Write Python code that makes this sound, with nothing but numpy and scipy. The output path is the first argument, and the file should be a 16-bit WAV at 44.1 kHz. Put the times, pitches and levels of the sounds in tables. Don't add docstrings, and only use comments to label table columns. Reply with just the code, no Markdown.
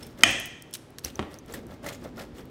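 import sys
import numpy as np
from scipy import signal
from scipy.fft import rfft, irfft
from scipy.io import wavfile
from scipy.ndimage import uniform_filter1d

SR = 44100
rng = np.random.default_rng(int(sys.argv[2]) if len(sys.argv) > 2 else 0)


def waveform_to_disk(signal):
    frames = np.transpose(np.atleast_2d(signal))
    scaled = np.clip(frames, -1, 1) * 32767
    samples = np.round(scaled).astype(np.int16)
    wavfile.write(sys.argv[1], SR, samples)


N = 110250
T = np.arange(N) / SR
HZ = np.fft.rfftfreq(N, 1 / SR)

# (frequency [Hz], relative density [dB])
AIR_SPECTRUM = [(20, -51), (60, -8.5), (130, 10), (200, -1.5), (310, 5.5), (500, -2.5), (800, -7),
                (1600, -13), (4000, -21.5), (15000, -42.5)]
AIR_DB = -51
# (frequency [Hz], t60 [s])
KITCHEN_DECAY = [(80, 0.55), (500, 0.48), (2500, 0.67), (6500, 0.62), (10000, 0.52), (15000, 0.36)]
TICK_ROOM_DB, CUT_ROOM_DB, KNOCK_ROOM_DB = -17, -13, -11.5

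# (time [s], level [dB])
PRESSURE_LEVEL = [(0, -48), (.4, -52.5), (.9, -58.5), (1.15, -48.5), (1.35, -54), (1.65, -42.5),
                  (1.8, -48.5), (2.05, -44.5), (2.5, -47.5)]
# (frequency [Hz], relative density [dB])
DRONE_SPECTRUM = [(25, -14), (55, 2.5), (120, -2), (152, -10.5), (174, 1.5), (200, -4.5), (240, 6.5),
                  (300, -5), (480, -6.5), (700, -19), (2000, -73.5)]

# (frequency [Hz], relative level [dB], t60 [s])
DISC_MODES = [(3400, -12, .04), (5380, 0, .075), (8220, -6, .05), (10850, -5, .08), (12700, -9, .07)]
DISC_PEAK_DB, DISC_WIDTH_HZ = 2.5, 220
# (time [s], level [dB], centre [Hz], t60 [s])
BLADE_TICKS = [(0.032, -40, 5500, 0.014), (.067, -42, 12300, 0.025), (.2088, -40, 3150, 0.024),
               (0.309, -34, 12400, 0.031), (0.4, -32, 12200, 0.017), (0.457, -34, 10300, 0.03),
               (0.471, -44, 13000, 0.018), (.623, -37, 9140, 0.01), (0.711, -46, 6950, 0.009),
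               (0.7302, -46, 5230, 0.022), (0.7385, -26, 6270, 0.023), (0.7443, -34, 4223, 0.029),
               (.751, -32, 4550, 0.041), (0.7544, -28.5, 3280, 0.0099), (.7703, -42, 12100, 0.0079),
               (.905, -47.5, 9000, .005), (0.9845, -31.5, 5850, 0.01), (0.9855, -34, 2220, 0.016),
               (.9922, -41.5, 6600, 0.019), (1.3424, -33.5, 7400, 0.0032), (1.4613, -44.5, 7090, 0.0033),
               (1.6682, -42.5, 12000, 0.0047), (2.4555, -47.5, 10930, 0.0068)]
TICK_OCTAVES = 0.92
TICK_CLICK = .7
# (time [s], level [dB], tilt [dB per octave])
DISC_RINGS = [(0.0275, -40.5, -6.5), (0.397, -48, 11), (0.7286, -44, -12), (0.7378, -44, -3)]

# (time [s], level [dB], centre [Hz], t60 [s])
CRUST_SNAPS = [(1.0472, -19.5, 5830, 0.015), (1.043, -36, 4440, 0.024), (1.057, -38, 5450, 0.015),
               (1.1563, -32.5, 5960, 0.006), (1.387, -43.5, 6050, 0.028), (1.524, -43, 7400, 0.034),
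               (1.5392, -40.5, 8130, 0.04), (1.538, -35.5, 1770, 0.09), (1.8664, -38, 6600, 0.0087),
               (1.863, -36.5, 1963, 0.058), (1.886, -41, 4250, 0.032), (1.9318, -41.5, 6900, 0.029),
               (2.041, -38.5, 5140, 0.008), (2.171, -47, 5450, 0.011), (2.1934, -45, 5600, 0.02),
               (2.407, -43, 5050, 0.0043)]
SNAP_OCTAVES, SNAP_SKIRT_DB = 0.085, -16

# (time [s], level [dB], t60 [s], tilt [dB per octave])
PAN_KNOCKS = [(1.047, -35, 0.078, -6.5), (1.0615, -38.5, 0.12, -4), (1.1931, -19.5, 0.023, 3.5),
              (1.1983, -30, 0.34, 1), (1.2272, -29, 0.037, 3)]
# (frequency [Hz], relative density [dB])
KNOCK_SPECTRUM = [(25, -14), (70, 12), (150, 7.5), (350, 8), (550, -1), (850, 0.5), (1500, -13.5),
                  (3200, -19), (5000, -35), (9000, -42), (15000, -76)]
KNOCK_CLICK = 0.96

# (time [s], level [dB], pitch of the pan's ring [Hz])
LUMP_JOLTS = [(1.498, -37, 470), (1.540, -37.5, 340), (1.693, -45, 230), (1.844, -38, 880),
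              (1.861, -34, 614), (2.056, -36.5, 506), (2.179, -37.5, 1400), (2.207, -37, 280),
              (2.393, -41, 175)]
JOLT_T60, JOLT_RING_DB, JOLT_RING_T60 = 0.039, -5.5, 0.15

# (peak time [s], rise [s], fall [s], rumble level [dB], crunch level [dB])
CUT_STROKES = [(.02, 0.032, 0.088, -50.5, -54.5), (0.211, 0.033, 0.12, -44, -53),
               (1.051, 0.011, 0.046, -47, -43), (1.17, 0.017, 0.093, -53, -59),
               (1.334, 0.029, 0.038, -47.5, -57), (1.546, 0.058, 0.057, -44.5, -51.5),
               (1.723, 0.04, 0.038, -46.5, -59), (1.866, 0.03, 0.057, -37.5, -49),
               (1.89, 0.0068, 0.0091, -55, -43), (1.944, .02, 0.018, -60, -49.5),
               (2.049, 0.034, 0.038, -44.5, -56.5), (2.203, 0.031, 0.039, -39.5, -47.5),
               (2.39, 0.036, 0.033, -48, -53.5)]
# (frequency [Hz], relative density [dB])
RUMBLE_SPECTRUM = [(40, -18), (130, 1), (250, 1), (400, -0.5), (560, 3), (800, -5), (1300, -7),
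                   (2000, -13.5), (3000, -27), (15000, -56)]
# (frequency [Hz], relative density [dB])
CRUNCH_SPECTRUM = [(200, -11.5), (1000, -4.5), (1800, 3), (3500, 1.5), (6500, -2.5), (10500, -9),
                   (15500, -9)]
BUMPS_PER_S, BUMP_SPREAD_DB = 1100, 3
CRUMBS_PER_S, CRUMB_SPREAD_DB = 1700, 2.8
CRUMB_CYCLES = 2.5
PITCHED_DB, CRUNCH_HISS = 3, 0.65
CLUMP_S, CLUMP_DB = .007, 2.8
RIPPLE_DB, RIPPLE_HZ = 2.6, 40
SCRAPE_DB, SCRAPE_HZ = -56.5, 11000
SCRAPE_FOLLOW = .65

CLANK_S = .2351
CLANK_PITCHES = [240, 684, 1240, 1936, 2455, 3036, 3248, 4500, 5100, 6414, 8280]
# (level [dB], t60 [s])
CLANK_DECAYS = [(-16, 0.028), (-26.5, 0.12), (-6, 0.018), (6, 0.011), (3, 0.015), (4.5, 0.017), (-8, 0.022),
                (-15.5, 0.02), (-10.5, 0.017), (-4, 0.018), (-6.5, 0.012)]
# (frequency [Hz], relative density [dB])
CRACK_SPECTRUM = [(60, 3), (300, -16), (900, 9), (1500, 9.5), (2000, 10), (3200, 17), (3900, 1), (9000, -5),
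                  (16000, -22)]
CRACK_T60, CRACK_DB = 0.0078, 2.5
CRACK_CLICK = 1.1
# (frequency [Hz], relative density [dB])
ECHO_SPECTRUM = [(40, -9.5), (270, -4), (450, -8), (680, -3.5), (900, -16), (1250, -10.5), (1600, -10),
                 (1950, 2.5), (2200, -9), (2450, 2), (2800, -5.5), (3200, 2), (3650, -15.5), (4500, -19.5),
                 (5200, -13), (5800, -14.5), (6400, -10), (7200, -22), (8400, -16.5), (10500, -33),
                 (15500, -38.5)]
ECHO_DB, ECHO_BUILD_S, ECHO_HOLD_S = -24, 0.007, 0.059
RING_DB, RING_T60 = -38.5, .42

CLIP_LEVEL = 1.0
EDGE_HZ = 15850


def amp(db):
    return 10 ** (np.asarray(db) / 20)


def unit(x):
    return x / np.sqrt(np.mean(x ** 2) + 1e-20)


def read(points, hz):
    f, value = np.transpose(points)
    return np.interp(np.log(hz + 1), np.log(f + 1), value)


def add(mix, s, sound):
    part = mix[max(round(s * SR), 0):][:len(sound)]
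    part += sound[:len(part)]


def dying(t, t60):
    return np.exp(-np.log(1000) * t / t60)


def colour(x, curve_db, size=4096):
    hz = abs(np.fft.fftfreq(size, 1 / SR))
    log_gain = np.log(amp(curve_db(hz)) + 1e-6)
    response = np.exp(np.conj(signal.hilbert(log_gain)))
    taps = np.fft.ifft(response).real[:size // 2]
    return signal.fftconvolve(x, taps / np.linalg.norm(taps))[:len(x)]


def noise(points):
    spectrum = rfft(rng.standard_normal(N)) * amp(read(points, HZ))
    return unit(irfft(spectrum, N))


def burst(t60, curve_db, click=0, size=12000):
    rough = rng.choice([-1., 1.], size) * dying(T[:size], t60)
    push = click * np.linalg.norm(rough) * (T[:size] == 0)
    return colour((rough + push) / np.hypot(1, click), curve_db)


def grains(per_s, spread_db):
    size = amp(spread_db * np.minimum(rng.exponential(1, N), 4))
    sign = rng.choice([-1., 1.], N)
    return unit(size * sign * (rng.random(N) < per_s / SR))


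def mode(hz, db, t60):
    t = T[:SR // 2]
    return amp(db) * dying(t, t60) * np.sin(2 * np.pi * hz * t)


def ripple(hz):
    grid = np.arange(0, SR / 2, RIPPLE_HZ)
    return RIPPLE_DB * np.interp(hz, grid, rng.standard_normal(len(grid)))


def disc_colour(hz):
    return DISC_PEAK_DB * sum(1 / (1 + ((hz - row[0]) / DISC_WIDTH_HZ) ** 2) for row in DISC_MODES)


def room_tail(hold_s):
    hz, t, bands = signal.stft(rng.standard_normal(SR), SR, nperseg=256)
    decay = dying(np.maximum(t - hold_s, 0), read(KITCHEN_DECAY, hz)[:, None])
    return signal.istft(bands * decay, SR, nperseg=256)[1]


def background():
    return amp(AIR_DB) * noise(AIR_SPECTRUM)


def drone():
    return noise(DRONE_SPECTRUM) * amp(np.interp(T, *np.transpose(PRESSURE_LEVEL)))


def blade():
    out = np.zeros(N)
    for s, db, hz, t60 in BLADE_TICKS:
        def shape(f):
            octaves = np.log2((f + 1) / hz)
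            return disc_colour(f) - 10 * np.log10(1 + (octaves / TICK_OCTAVES) ** 4)
        add(out, s, amp(db) * burst(t60, shape, TICK_CLICK))
    pivot_hz = DISC_MODES[1][0]
    for s, db, tilt in DISC_RINGS:
        ring = sum(amp(tilt * np.log2(row[0] / pivot_hz)) * mode(*row) for row in DISC_MODES)
        add(out, s, amp(db) * ring)
    return out


def snaps():
    out = np.zeros(N)
    for s, db, hz, t60 in CRUST_SNAPS:
        def shape(f):
            peak = np.exp(-.5 * (np.log2((f + 1) / hz) / SNAP_OCTAVES) ** 2)
            return 20 * np.log10(peak + amp(SNAP_SKIRT_DB) * np.minimum(f / hz, 1))
        add(out, s, amp(db) * burst(t60, shape))
    return out


def knocks():
    out = np.zeros(N)
    for s, db, t60, tilt in PAN_KNOCKS:
        def shape(f):
            return read(KNOCK_SPECTRUM, f) + tilt * np.log2((f + 20) / 500)
        add(out, s, amp(db) * burst(t60, shape, KNOCK_CLICK))
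    return out


def jolts():
    out = np.zeros(N)
    for s, db, hz in LUMP_JOLTS:
        add(out, s, amp(db) * burst(JOLT_T60, lambda f: read(RUMBLE_SPECTRUM, f)))
        add(out, s, mode(hz, db + JOLT_RING_DB, JOLT_RING_T60))
    return out


def pitched_crumbs(per_s, count=14):
    out = np.zeros(N)
    for hz in np.geomspace(1500, 14000, count):
        ping = mode(hz, 0, np.log(1000) * CRUMB_CYCLES / hz)[:1024]
        clicks = grains(per_s / count, CRUMB_SPREAD_DB)
        out += unit(signal.oaconvolve(clicks, ping)[:N]) * np.sqrt(hz)
    return unit(out)


def clumps():
    waver = uniform_filter1d(rng.standard_normal(N), max(int(CLUMP_S * SR), 2))
    return unit(amp(CLUMP_DB * unit(waver)))


def rolling():
    rumble, crunch = np.zeros(N), np.zeros(N)
    for s, rise, fall, rumble_db, crunch_db in CUT_STROKES:
        swell = np.exp(-(abs(T - s) / np.where(T < s, rise, fall)) ** 2)
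        rumble += amp(rumble_db) * swell
        crunch += amp(crunch_db) * swell
    bumps = grains(BUMPS_PER_S, BUMP_SPREAD_DB)
    crumbs = grains(CRUMBS_PER_S, CRUMB_SPREAD_DB)
    crumbs += amp(PITCHED_DB) * pitched_crumbs(CRUMBS_PER_S)
    crumbs = unit(crumbs + CRUNCH_HISS * rng.standard_normal(N))
    scrape_level = amp(SCRAPE_DB) * (crunch / crunch.max()) ** SCRAPE_FOLLOW
    scrape = scrape_level * rng.standard_normal(N)

    def scrape_colour(f):
        low_cut = 10 * np.log10(1 + (SCRAPE_HZ / (f + 1)) ** 4)
        return disc_colour(f) + ripple(f) - low_cut

    pan = colour(rumble * bumps, lambda f: read(RUMBLE_SPECTRUM, f) + ripple(f))
    crust = colour(crunch * crumbs * clumps(), lambda f: read(CRUNCH_SPECTRUM, f) + disc_colour(f))
    return pan + crust + colour(scrape, scrape_colour)


def clank():
    out = np.zeros(N)
    for k, (hz, (db, t60)) in enumerate(zip(CLANK_PITCHES, CLANK_DECAYS)):
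        ring = mode(hz, RING_DB + read(ECHO_SPECTRUM, hz), RING_T60)
        add(out, CLANK_S, (-1) ** k * (mode(hz, db, t60) + ring))
    crack = burst(CRACK_T60, lambda f: read(CRACK_SPECTRUM, f), CRACK_CLICK)
    add(out, CLANK_S, amp(CRACK_DB) * crack)
    echo = colour(room_tail(ECHO_HOLD_S), lambda f: read(ECHO_SPECTRUM, f) + ripple(f))
    build = np.minimum(T[:len(echo)] / ECHO_BUILD_S, 1)
    add(out, CLANK_S, amp(ECHO_DB) * echo * build)
    return out


def scene():
    ticks, cut, bumps = blade(), rolling() + jolts(), knocks()
    tail = room_tail(0)
    send = amp(TICK_ROOM_DB) * ticks + amp(CUT_ROOM_DB) * cut + amp(KNOCK_ROOM_DB) * bumps
    room = signal.fftconvolve(send, tail / np.linalg.norm(tail))[:N]
    return (background() + drone() + room + ticks + snaps() + bumps + cut + clank())[None]


def record(dry):
    clipped = CLIP_LEVEL * np.tanh(dry / CLIP_LEVEL)
    low_pass = signal.firwin(255, EDGE_HZ, window=("kaiser", 8), fs=SR)
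    return signal.oaconvolve(clipped, low_pass[None], "same")


dry = scene()
out = record(dry)
waveform_to_disk(out)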